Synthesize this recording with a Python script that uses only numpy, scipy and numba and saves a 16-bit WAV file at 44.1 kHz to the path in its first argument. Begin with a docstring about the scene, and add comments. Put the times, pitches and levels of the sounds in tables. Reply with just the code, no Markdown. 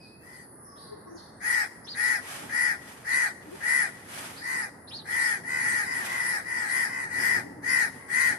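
"""A far town murmur, a faint caw and far sparrow notes come first; then a near house crow caws in two runs, others between.
The crows sit on bamboo poles by a bare concrete building: fluttering pulse tones ring through a throat, with breath noise.
Sparrows chirp in bending near sines, and strokes of broad noise swish now and then like a broom.
Walls throw the near sounds back as dense echoes; shaped noise makes the town's rumble and hiss, heard on two microphones."""
import sys
import numpy as np
from scipy import signal
from scipy.fft import rfft, irfft, next_fast_len
from scipy.io import wavfile
from scipy.ndimage import uniform_filter1d
from numba import njit

SR = 44100
rng = np.random.default_rng(int(sys.argv[2]) if len(sys.argv) > 2 else 0)


def unload_audio(sound):
    """Save the sound as a 16-bit wav file, at the path given as the first command line argument."""
    columns = np.transpose(np.atleast_2d(sound))
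    # keep every value between -1 and 1, then stretch to whole-number steps
    steps = np.round(np.clip(columns, -1, 1) * 32767)
    wavfile.write(sys.argv[1], SR, steps.astype(np.int16))


N = 369558

# All levels are before the final mix; spectra give only colour, as their noise is scaled to rms 1.
# Crow caws: start_s, length_s, level_db, top_moment [0-1], top_pitch_hz, end_sag_hz, mean_flutter_hz,
# whole_share [tone left whole by the flutter, 0-1], breath_db [over the tone], left_right_db
CAWS = [(0.189, 0.3, -53, 0.5, 967, 207, 70.7, 0.14, -0.5, 3),
        (1.396, 0.29, -27, 0.47, 940, 385, 71.9, 0.07, -6, 2.5),
        (1.935, 0.28, -27, 0.53, 938, 448, 71, 0.1, -5.5, 3.5),
        (2.478, 0.3, -27, 0.49, 942.7, 407, 70.7, 0.13, -8, 3.5),
        (3.035, 0.29, -26, 0.41, 964, 467, 73.26, 0.08, -6.5, 1.5),
        (3.593, 0.31, -25.5, 0.45, 961, 399, 71.5, 0.15, -8.5, 2.5),
        (4.386, 0.32, -32.5, 0.38, 968.5, 350, 69.76, 0.07, -5.5, 0.5),
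        (5.041, 0.37, -28, 0.36, 948, 276, 72.64, 0.05, -4, 2.5),
        (5.42, 0.32, -30, 0.29, 978, 209, 71.7, 0.5, -10, 0),
        (5.58, 0.31, -29, 0.43, 940, 310, 72.1, 0.08, -7, 2),
        (5.807, 0.27, -33, 0.19, 973, 248, 69.9, 0.23, -7.5, 1),
        (6.033, 0.25, -32.5, 0.25, 1002, 216, 71.3, 0.22, -19, 0.5),
        (6.144, 0.3, -31, 0.31, 966, 456, 71.3, 0.08, -5, 2),
        (6.413, 0.33, -32.5, 0.24, 956, 299.4, 71.2, 0.18, -8.5, 2.5),
        (6.638, .28, -29, 0.4, 973.5, 319, 71.7, 0.1, -5.5, 3.5),
        (6.844, 0.27, -34.5, 0.28, 988, 243, 71.2, 0.23, -11, 0),
        (7.071, 0.25, -31.5, 0.28, 943, 150, 71.1, 0.1, -7, 3),
        (7.157, 0.28, -27, 0.45, 962.5, 390, 72.8, 0.02, -7.5, 4),
        (7.616, 0.29, -25.5, 0.33, 987, 392, 71.2, 0.14, -7, 3.5),
        (7.933, 0.28, -54, 0.3, 1037, 140, 71, 0.4, -11, 4),
        (8.074, .3, -25, 0.45, 986, 401, 71.8, 0.05, -6.5, 4.5)]
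# Resonances of the crow's throat: centre_hz [at the top pitch], width_hz [of each of two passes], relative_level_db
THROAT_RINGS = [(730, 1100, -16), (1195, 467, -4.5), (1496, 950, -5.5), (1921, 290, 9.5), (2090, 376, -1),
                (2556, 76, -10.5)]
# Colour of the crow's breath: frequency_hz, relative_db_per_hz
BREATH_COLOUR = [(1590, -50), (2700, -42), (2980, -8.5), (3710, -10), (4580, 0.5), (5530, -2.5), (6880, -8),
                 (9850, 5), (12300, -9), (14000, -19.5), (14700, -36)]
# Near sparrow notes: start_s, length_s, level_db, first_pitch_hz, middle_pitch_hz, last_pitch_hz
CHIRPS = [(1.836, .036, -52, 4700, 5400, 6200), (1.862, .095, -40, 3100, 4750, 3700),
          (4.868, .04, -49, 3800, 4500, 5600), (4.9, .125, -41, 2650, 4550, 3600)]
# Notes of farther sparrows, heard mostly off the walls: same columns as CHIRPS
FAR_CHIRPS = [(-.02, 0.085, -55.5, 5130, 4760, 4070), (.32, 0.03, -54.5, 4320, 4770, 4580),
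              (.62, 0.17, -62, 5750, 5280, 5220), (.755, 0.11, -53, 3220, 4670, 3770),
              (1.055, 0.088, -65, 5400, 5800, 7000), (1.145, 0.055, -50, 7060, 4870, 3360),
              (4.35, 0.058, -45.5, 3380, 4610, 4720)]
# Faint far whistles: same columns as CHIRPS
WHISTLES = [(-.1, 0.39, -60, 2550, 2524, 2660), (.5, 0.75, -55.5, 1220, 1110, 1060),
            (.95, 0.265, -60.5, 1110, 1065, 1050), (1.03, 0.35, -56, 940, 944, 934)]
# Short low hums far off: same columns as CHIRPS
HUMS = [(.88, 0.13, -47.5, 431, 440, 440), (1.05, 0.17, -46, 339, 340, 334),
        (2.36, 0.1, -47.5, 368, 345, 335), (3.44, 0.12, -42.5, 289, 325, 417),
        (7.3, 0.29, -53, 381, 385, 393), (7.36, 0.32, -50, 288.3, 292, 293.5),
        (7.3, 0.31, -66, 193, 200, 196)]
# Broom-like swishes: start_s, length_s, level_db
SWISHES = [(.2, 0.56, -81), (2.19, 0.36, -39.5), (2.75, 0.38, -49), (3.39, 0.78, -47.5),
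           (4.05, 0.38, -39.5), (5.91, 0.41, -38.5), (7.88, 0.19, -56.5)]
# Colour of a swish: frequency_hz, relative_db_per_hz
SWISH_COLOUR = [(290, -38), (500, -8.5), (774, -4.5), (1800, -2.5), (3970, -12), (7500, -13.5), (9800, -10),
                (11500, -12), (13500, -24), (14700, -40)]
# Swells of traffic rumble: start_s, length_s, level_db
SWELLS = [(.85, 0.48, -79.5), (2.29, 0.27, -49), (3.4, 0.32, -61), (4.5, 2, -56), (6.85, 1.06, -46.5)]
# Colour of the traffic rumble: frequency_hz, relative_db_per_hz
TRAFFIC_COLOUR = [(47, -60), (80, -6.5), (275, -3), (324, -12.5), (374, -2.5), (421, -10.5), (700, -14.5),
                  (910, -5), (1540, -120)]
# Colour of the steady town murmur: frequency_hz, relative_db_per_hz
TOWN_COLOUR = [(12, -52), (20, -27.5), (97, 2), (230, 1.5), (374, 0), (596, -3.5), (910, -5), (1510, -8.5),
               (1810, -7.5), (2080, -13.5), (2260, -38), (2500, -32), (3250, -51), (5500, -120)]
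# Colour of the far hiss: frequency_hz, relative_db_per_hz
AIR_COLOUR = [(1470, -47), (2500, -42), (4250, -35), (5450, -5), (6220, -13), (8480, -3), (9820, 19),
              (10800, 4.5), (11800, 9), (14500, -53)]
# Likeness of noise at the two microphones: frequency_hz, likeness [-1 to 1]
LIKENESS = [(30, .55), (100, .93), (300, .9), (700, .3), (2000, .3), (3500, -.2), (6000, -.5),
            (12000, -.55)]
# Left-right balance of noise: frequency_hz, left_right_db
LEAN = [(30, -1.5), (200, -1.5), (700, -1.5), (2000, 3), (5000, -2.5), (12000, 0)]

# Caw: sets in fast, swells a little, dies
CAW_LOUDEST, CAW_RISE_DB, CAW_RISE_STEEP, CAW_FALL_DB, CAW_FALL_STEEP = .6, 27, 4, 27, 2.5
START_SAG_HZ = 200.44  # the pitch starts this far under its top
RING_FOLLOWS = 0.17  # share of the pitch's sag that the throat's rings follow
LOUD_DB, LOW_DB, LOW_PER_DB = -27, 0.5, 0.49  # low rings' gain in a caw at LOUD_DB; more per dB fainter
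OVERTONES_DB, OVERTONE_TILT_DB = -20.5, 0.5  # partials added past the throat; change per partial
RING_LEAN_DB = 4  # the left microphone favours the throat's main ring
# Note: swells and dies; its bend comes a little early and peaks
NOTE_TOP, NOTE_RISE_DB, NOTE_FALL_DB, NOTE_FADE_S = .42, 13, 14, .01
NOTE_HURRY, NOTE_PEAKED = .9, 1.5  # exponents
SWISH_TOP, SWISH_RISE_DB, SWISH_FALL_DB = 0.35, 13, 13.5
SWELL_END_DB = 16  # fall from a swell's top to either end
TRAFFIC_DB, TRAFFIC_DB_PER_S = -62.5, 1.18  # the rumble under the swells grows slowly
TOWN_DB, AIR_DB = -51, -57
TOWN_DIP_DB, TOWN_DIP_S, TOWN_SPLIT_HZ = 10.5, 1, 470  # the upper murmur starts low and fills in
CUTOFF_HZ = 15000


def crows(half_db, swing):
    """Syrinx pulses, strong and weak in turn, shaken by a slow flutter, through the throat; breath hisses along."""
    wander_hz, rough_db, grit, pitch_steep, fade_s = 8, -2.5, .4, 2.8, .015
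    slip = .6  # radians by which the flutter's turns slip about
    lag = 3  # samples
    tone, breath, hoarse = np.zeros((2, N)), np.zeros(N), drift(111)
    wander, unsteady, rasp = drift(48.2), drift(6.1), rng.standard_normal(N)
    for (start_s, length_s, level_db, top, top_hz, fall_hz,
         flutter_hz, whole, breath_db, pan_db) in CAWS:
        at, along, fade = span(start_s, length_s, fade_s)
        rise_db = arch(along, CAW_LOUDEST, CAW_RISE_DB, 0, CAW_RISE_STEEP)
        fall_db = arch(along, CAW_LOUDEST, 0, CAW_FALL_DB, CAW_FALL_STEEP)
        gain = fade * amp(level_db + rise_db + fall_db)
        hz = top_hz + arch(along, top, START_SAG_HZ, fall_hz, pitch_steep)
        flutter = 2 * np.pi * np.cumsum(flutter_hz * (1 + 0.023 * unsteady[at])) / SR

        # the flutter bends the pitch and turns the upper tone over twice a turn:
        # the upper partials split into lines a flutter apart
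        phase = 2 * np.pi * np.cumsum(hz + wander_hz * wander[at]) / SR + swing * np.sin(flutter)
        upper = sum(np.cos((k + 1) * phase) + amp(half_db) * np.cos((k + .5) * phase) for k in (1, 2))
        lowest = np.cos(phase) * (1 + 1.36 * np.sin(flutter) + grit * hoarse[at])
        turning = whole + np.cos(flutter + slip * wander[at])
        source = lowest + upper * turning + amp(rough_db) * rasp[at]

        sink = 1 + RING_FOLLOWS * (hz / top_hz - 1)  # the beak closes as the pitch sags
        rings = [(-1) ** k * amp(ring_db) * resonance(source, ring_hz * sink, width_hz)
                 for k, (ring_hz, width_hz, ring_db) in enumerate(THROAT_RINGS)]
        fainter_db = np.clip(LOUD_DB - level_db, -3, 9)
        low = amp(LOW_DB + LOW_PER_DB * fainter_db) * sum(rings[:2])
        high = sum(rings[2:])
        # the high rings' own swings are evened out before the caw's swell is laid on
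        even = gain / np.sqrt(uniform_filter1d(high ** 2, size=2600, mode="reflect") + 0.0027)
        # only the short waves are shadowed on the far side
        ring_lean = amp([[RING_LEAN_DB / 2], [-RING_LEAN_DB / 2]]) - 1
        pan = amp([[pan_db / 2], [-pan_db / 2]])
        tone[:, at] += even * (low + (high + rings[3] * ring_lean) * pan)

        overtones = sum(amp(OVERTONE_TILT_DB * k) * np.cos((k + 5) * phase) for k in range(4))
        tone[:, at] += gain * amp(OVERTONES_DB) * np.cos(flutter) * overtones
        puffs = 1 + 0.61 * np.cos(2 * flutter)
        breath[at] += uniform_filter1d(gain, size=800) * amp(breath_db) * puffs
    # the sound bends round to the left microphone a little late
    tone[0] = np.concatenate([np.zeros(lag), tone[0, :-lag]])
    return tone + breath * patchy(noise(BREATH_COLOUR), patch_db=2.0, rate_hz=9.4)


def resonance(x, hz, width_hz):
    """A moving resonance passed twice, for steep skirts."""
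    r = np.exp(-np.pi * width_hz / SR)
    shape = (1 - r * r) / 2, 2 * r * np.cos(2 * np.pi * hz / SR), r * r
    return ring_along(ring_along(x, *shape), *shape)


@njit
def ring_along(x, b0, a1, a2):
    """A two-pole resonance whose centre moves from sample to sample."""
    y = np.zeros(len(x))
    for i in range(2, len(x)):
        y[i] = b0 * (x[i] - x[i - 2]) + a1[i] * y[i - 1] - a2 * y[i - 2]
    return y


def notes(rows, warble_hz, burr, rate_hz, octave_db):
    """Near sines with a weak octave, bending through three pitches; pitch and level tremble."""
    out, tremble, shake = np.zeros(N), drift(rate_hz), drift(rate_hz)
    for start_s, length_s, level_db, first_hz, middle_hz, last_hz in rows:
        at, along, fade = span(start_s, length_s, NOTE_FADE_S)
        gain = fade * amp(level_db + arch(along, NOTE_TOP, NOTE_RISE_DB, NOTE_FALL_DB, steep=2.6))
        bend = np.abs(along) ** NOTE_HURRY
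        bulge_hz = (2 * middle_hz - first_hz - last_hz) / 2
        bulge = np.sin(np.pi * np.clip(bend, 0, 1)) ** NOTE_PEAKED
        hz = first_hz + (last_hz - first_hz) * bend + bulge_hz * bulge
        phase = 2 * np.pi * np.cumsum(hz + warble_hz * tremble[at]) / SR
        voice = np.sin(phase) + amp(octave_db) * np.sin(2 * phase)
        out[at] += gain * (1 + burr * shake[at]) * voice
    return out


def swishes():
    """Short strokes of broad, slightly grainy noise."""
    grain = amp(1.4 * drift(41))
    return strokes(SWISHES, SWISH_TOP, SWISH_RISE_DB, SWISH_FALL_DB) * grain * noise(SWISH_COLOUR)


def strokes(rows, top, rise_db, fall_db):
    """Gain of a run of swells."""
    out = np.zeros(N)
    for start_s, length_s, level_db in rows:
        at, along, fade = span(start_s, length_s, fade_s=0.043)
        out[at] += fade * amp(level_db + arch(along, top, rise_db, fall_db, steep=1.03))
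    return out


def diffuse(x, gain):
    """Close surfaces smear a sound over some thousandths of a second without colouring it, each side differently."""
    size = next_fast_len(N + SR // 2)
    turn = 2 * np.pi * np.arange(size // 2 + 1) / size
    through = rfft(x, size)
    # three all-pass stages; lags in samples, one for each side
    for lag in rng.uniform([[15], [45], [100]], [[35], [80], [160]], (3, 2)).round():
        late = np.exp(-1j * turn * lag[:, None])
        through = through * (gain + late) / (1 + gain * late)
    return irfft(through, size)[:, :N]


def walls(x, near_db, near_s, far_db, far_s):
    """A quick cluster from close by and a long tail from the building."""
    return scatter(x, near_db, near_s) + scatter(x, far_db, far_s)


def scatter(x, level_db, t60_s):
    """Dense echoes that die away, other ones on each side."""
    t = np.arange(SR) / SR
    echoes = rng.standard_normal((2, SR)) * (t > .002) * amp(-60 * t / t60_s)
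    response = amp(level_db) * rms_one(echoes) / np.sqrt(SR)
    return signal.fftconvolve(x, response, axes=1)[:, :N]


def town():
    """A steady murmur, swells of traffic rumble and a thin hiss, each of shaped noise."""
    t = np.arange(N) / SR
    rumble = amp(TRAFFIC_DB + TRAFFIC_DB_PER_S * t) + strokes(SWELLS, 0.51, SWELL_END_DB, SWELL_END_DB)
    traffic = rumble * amp(2.97 * drift(6.9)) * noise(TRAFFIC_COLOUR)
    dip_db = TOWN_DIP_DB * np.clip(1 - t / TOWN_DIP_S, 0, 1)
    murmur = noise(TOWN_COLOUR)
    lower = signal.sosfilt(signal.butter(1, TOWN_SPLIT_HZ, fs=SR, output="sos"), murmur)
    murmur = lower + amp(-dip_db) * (murmur - lower)
    hiss = patchy(noise(AIR_COLOUR), patch_db=4.0, rate_hz=2.9)
    return amp(TOWN_DB) * murmur + traffic + amp(AIR_DB) * hiss


def noise(spectrum):
    """Stereo noise of a given colour, with the microphones' likeness and lean; rms 1."""
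    size = next_fast_len(N)
    hz = np.maximum(np.arange(size // 2 + 1) * SR / size, 1)
    mid, side = rfft(rng.standard_normal((2, size)))
    alike = np.clip(at_hz(LIKENESS, hz), -1, 1)
    lean = amp(at_hz(LEAN, hz) / 2)
    mid, side = mid * np.sqrt(1 + alike), side * np.sqrt(1 - alike)
    pair = [(mid + side) * lean, (mid - side) / lean]
    return rms_one(irfft(amp(at_hz(spectrum, hz)) * pair, size)[:, :N])


def patchy(x, patch_db, rate_hz):
    """Keeps the treble in third-octave bands, each flickering on its own."""
    edges = 2300 * 2 ** (np.arange(9) / 3)
    return sum(amp(patch_db * drift(rate_hz))
               * signal.sosfilt(signal.butter(2, pair, "band", fs=SR, output="sos"), x)
               for pair in zip(edges, edges[1:]))


def drift(rate_hz):
    """Slow chance: noise through a two-pole low-pass, spread 1."""
    r = np.exp(-2 * np.pi * rate_hz / SR)
    # a second of run-in is dropped
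    return rms_one(signal.lfilter([1], [1, -2 * r, r * r], rng.standard_normal(N + SR))[SR:])


def arch(along, top, rise, fall, steep):
    """Zero at the top, rise lower at the start, fall lower at the end."""
    top = np.clip(top, .1, .9)
    before = np.maximum(1 - along / top, 0)
    after = np.maximum((along - top) / (1 - top), 0)
    return -rise * before ** steep - fall * after ** steep


def span(start_s, length_s, fade_s):
    """Sample slice of a sound, the progress through it (0-1) and a fade for its ends."""
    at = slice(max(round(start_s * SR), 0), min(round((start_s + length_s) * SR), N))
    along = (np.arange(at.start, at.stop) / SR - start_s) / length_s
    to_end_s = np.minimum(along, 1 - along) * length_s
    return at, along, np.sin(np.pi / 2 * np.clip(to_end_s / fade_s, 0, 1))


def amp(db):
    """Gain of a level in dB."""
    return 10 ** (np.asarray(db) / 20)


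def rms_one(x):
    """Scaled to rms 1."""
    return x / np.sqrt(np.mean(x ** 2) + 1e-20)


def at_hz(points, hz):
    """A spectrum table read on a log-frequency axis."""
    table = np.array(points)
    return np.interp(np.log(hz), np.log(np.maximum(table[:, 0], 1)), table[:, 1])


def scene():
    """Birds, hums and swishes with their echoes, over the town."""
    near = crows(half_db=-5.0, swing=0.4)
    near = near + notes(CHIRPS, warble_hz=130, burr=.7, rate_hz=500, octave_db=-30)
    near = near + notes(WHISTLES, warble_hz=22.3, burr=0.33, rate_hz=28.4, octave_db=-60)
    near = near + swishes()
    near = near + notes(HUMS, warble_hz=10.5, burr=0.8, rate_hz=17, octave_db=-23)
    far = notes(FAR_CHIRPS, warble_hz=161, burr=0.5, rate_hz=510, octave_db=-19.0) * np.ones((2, 1))

    echoes = walls(near, near_db=-9, near_s=.1, far_db=-17.5, far_s=1.0)
    echoes = echoes + walls(far, near_db=-5.0, near_s=0.46, far_db=3.0, far_s=0.75)
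    # hard concrete scatters short waves well: the treble has a fuller tail
    treble = signal.sosfilt(signal.butter(4, 2600, "high", fs=SR, output="sos"), near)
    echoes = echoes + scatter(treble, level_db=-12, t60_s=0.65)
    direct = amp(2.0) * diffuse(near, gain=.6) + amp(-9) * far
    return direct + echoes + town()


def record(dry):
    """The top is cut by a steep low-pass."""
    return signal.sosfilt(signal.cheby2(16, 70, CUTOFF_HZ, fs=SR, output="sos"), dry)


dry = scene()
out = record(dry)
unload_audio(out)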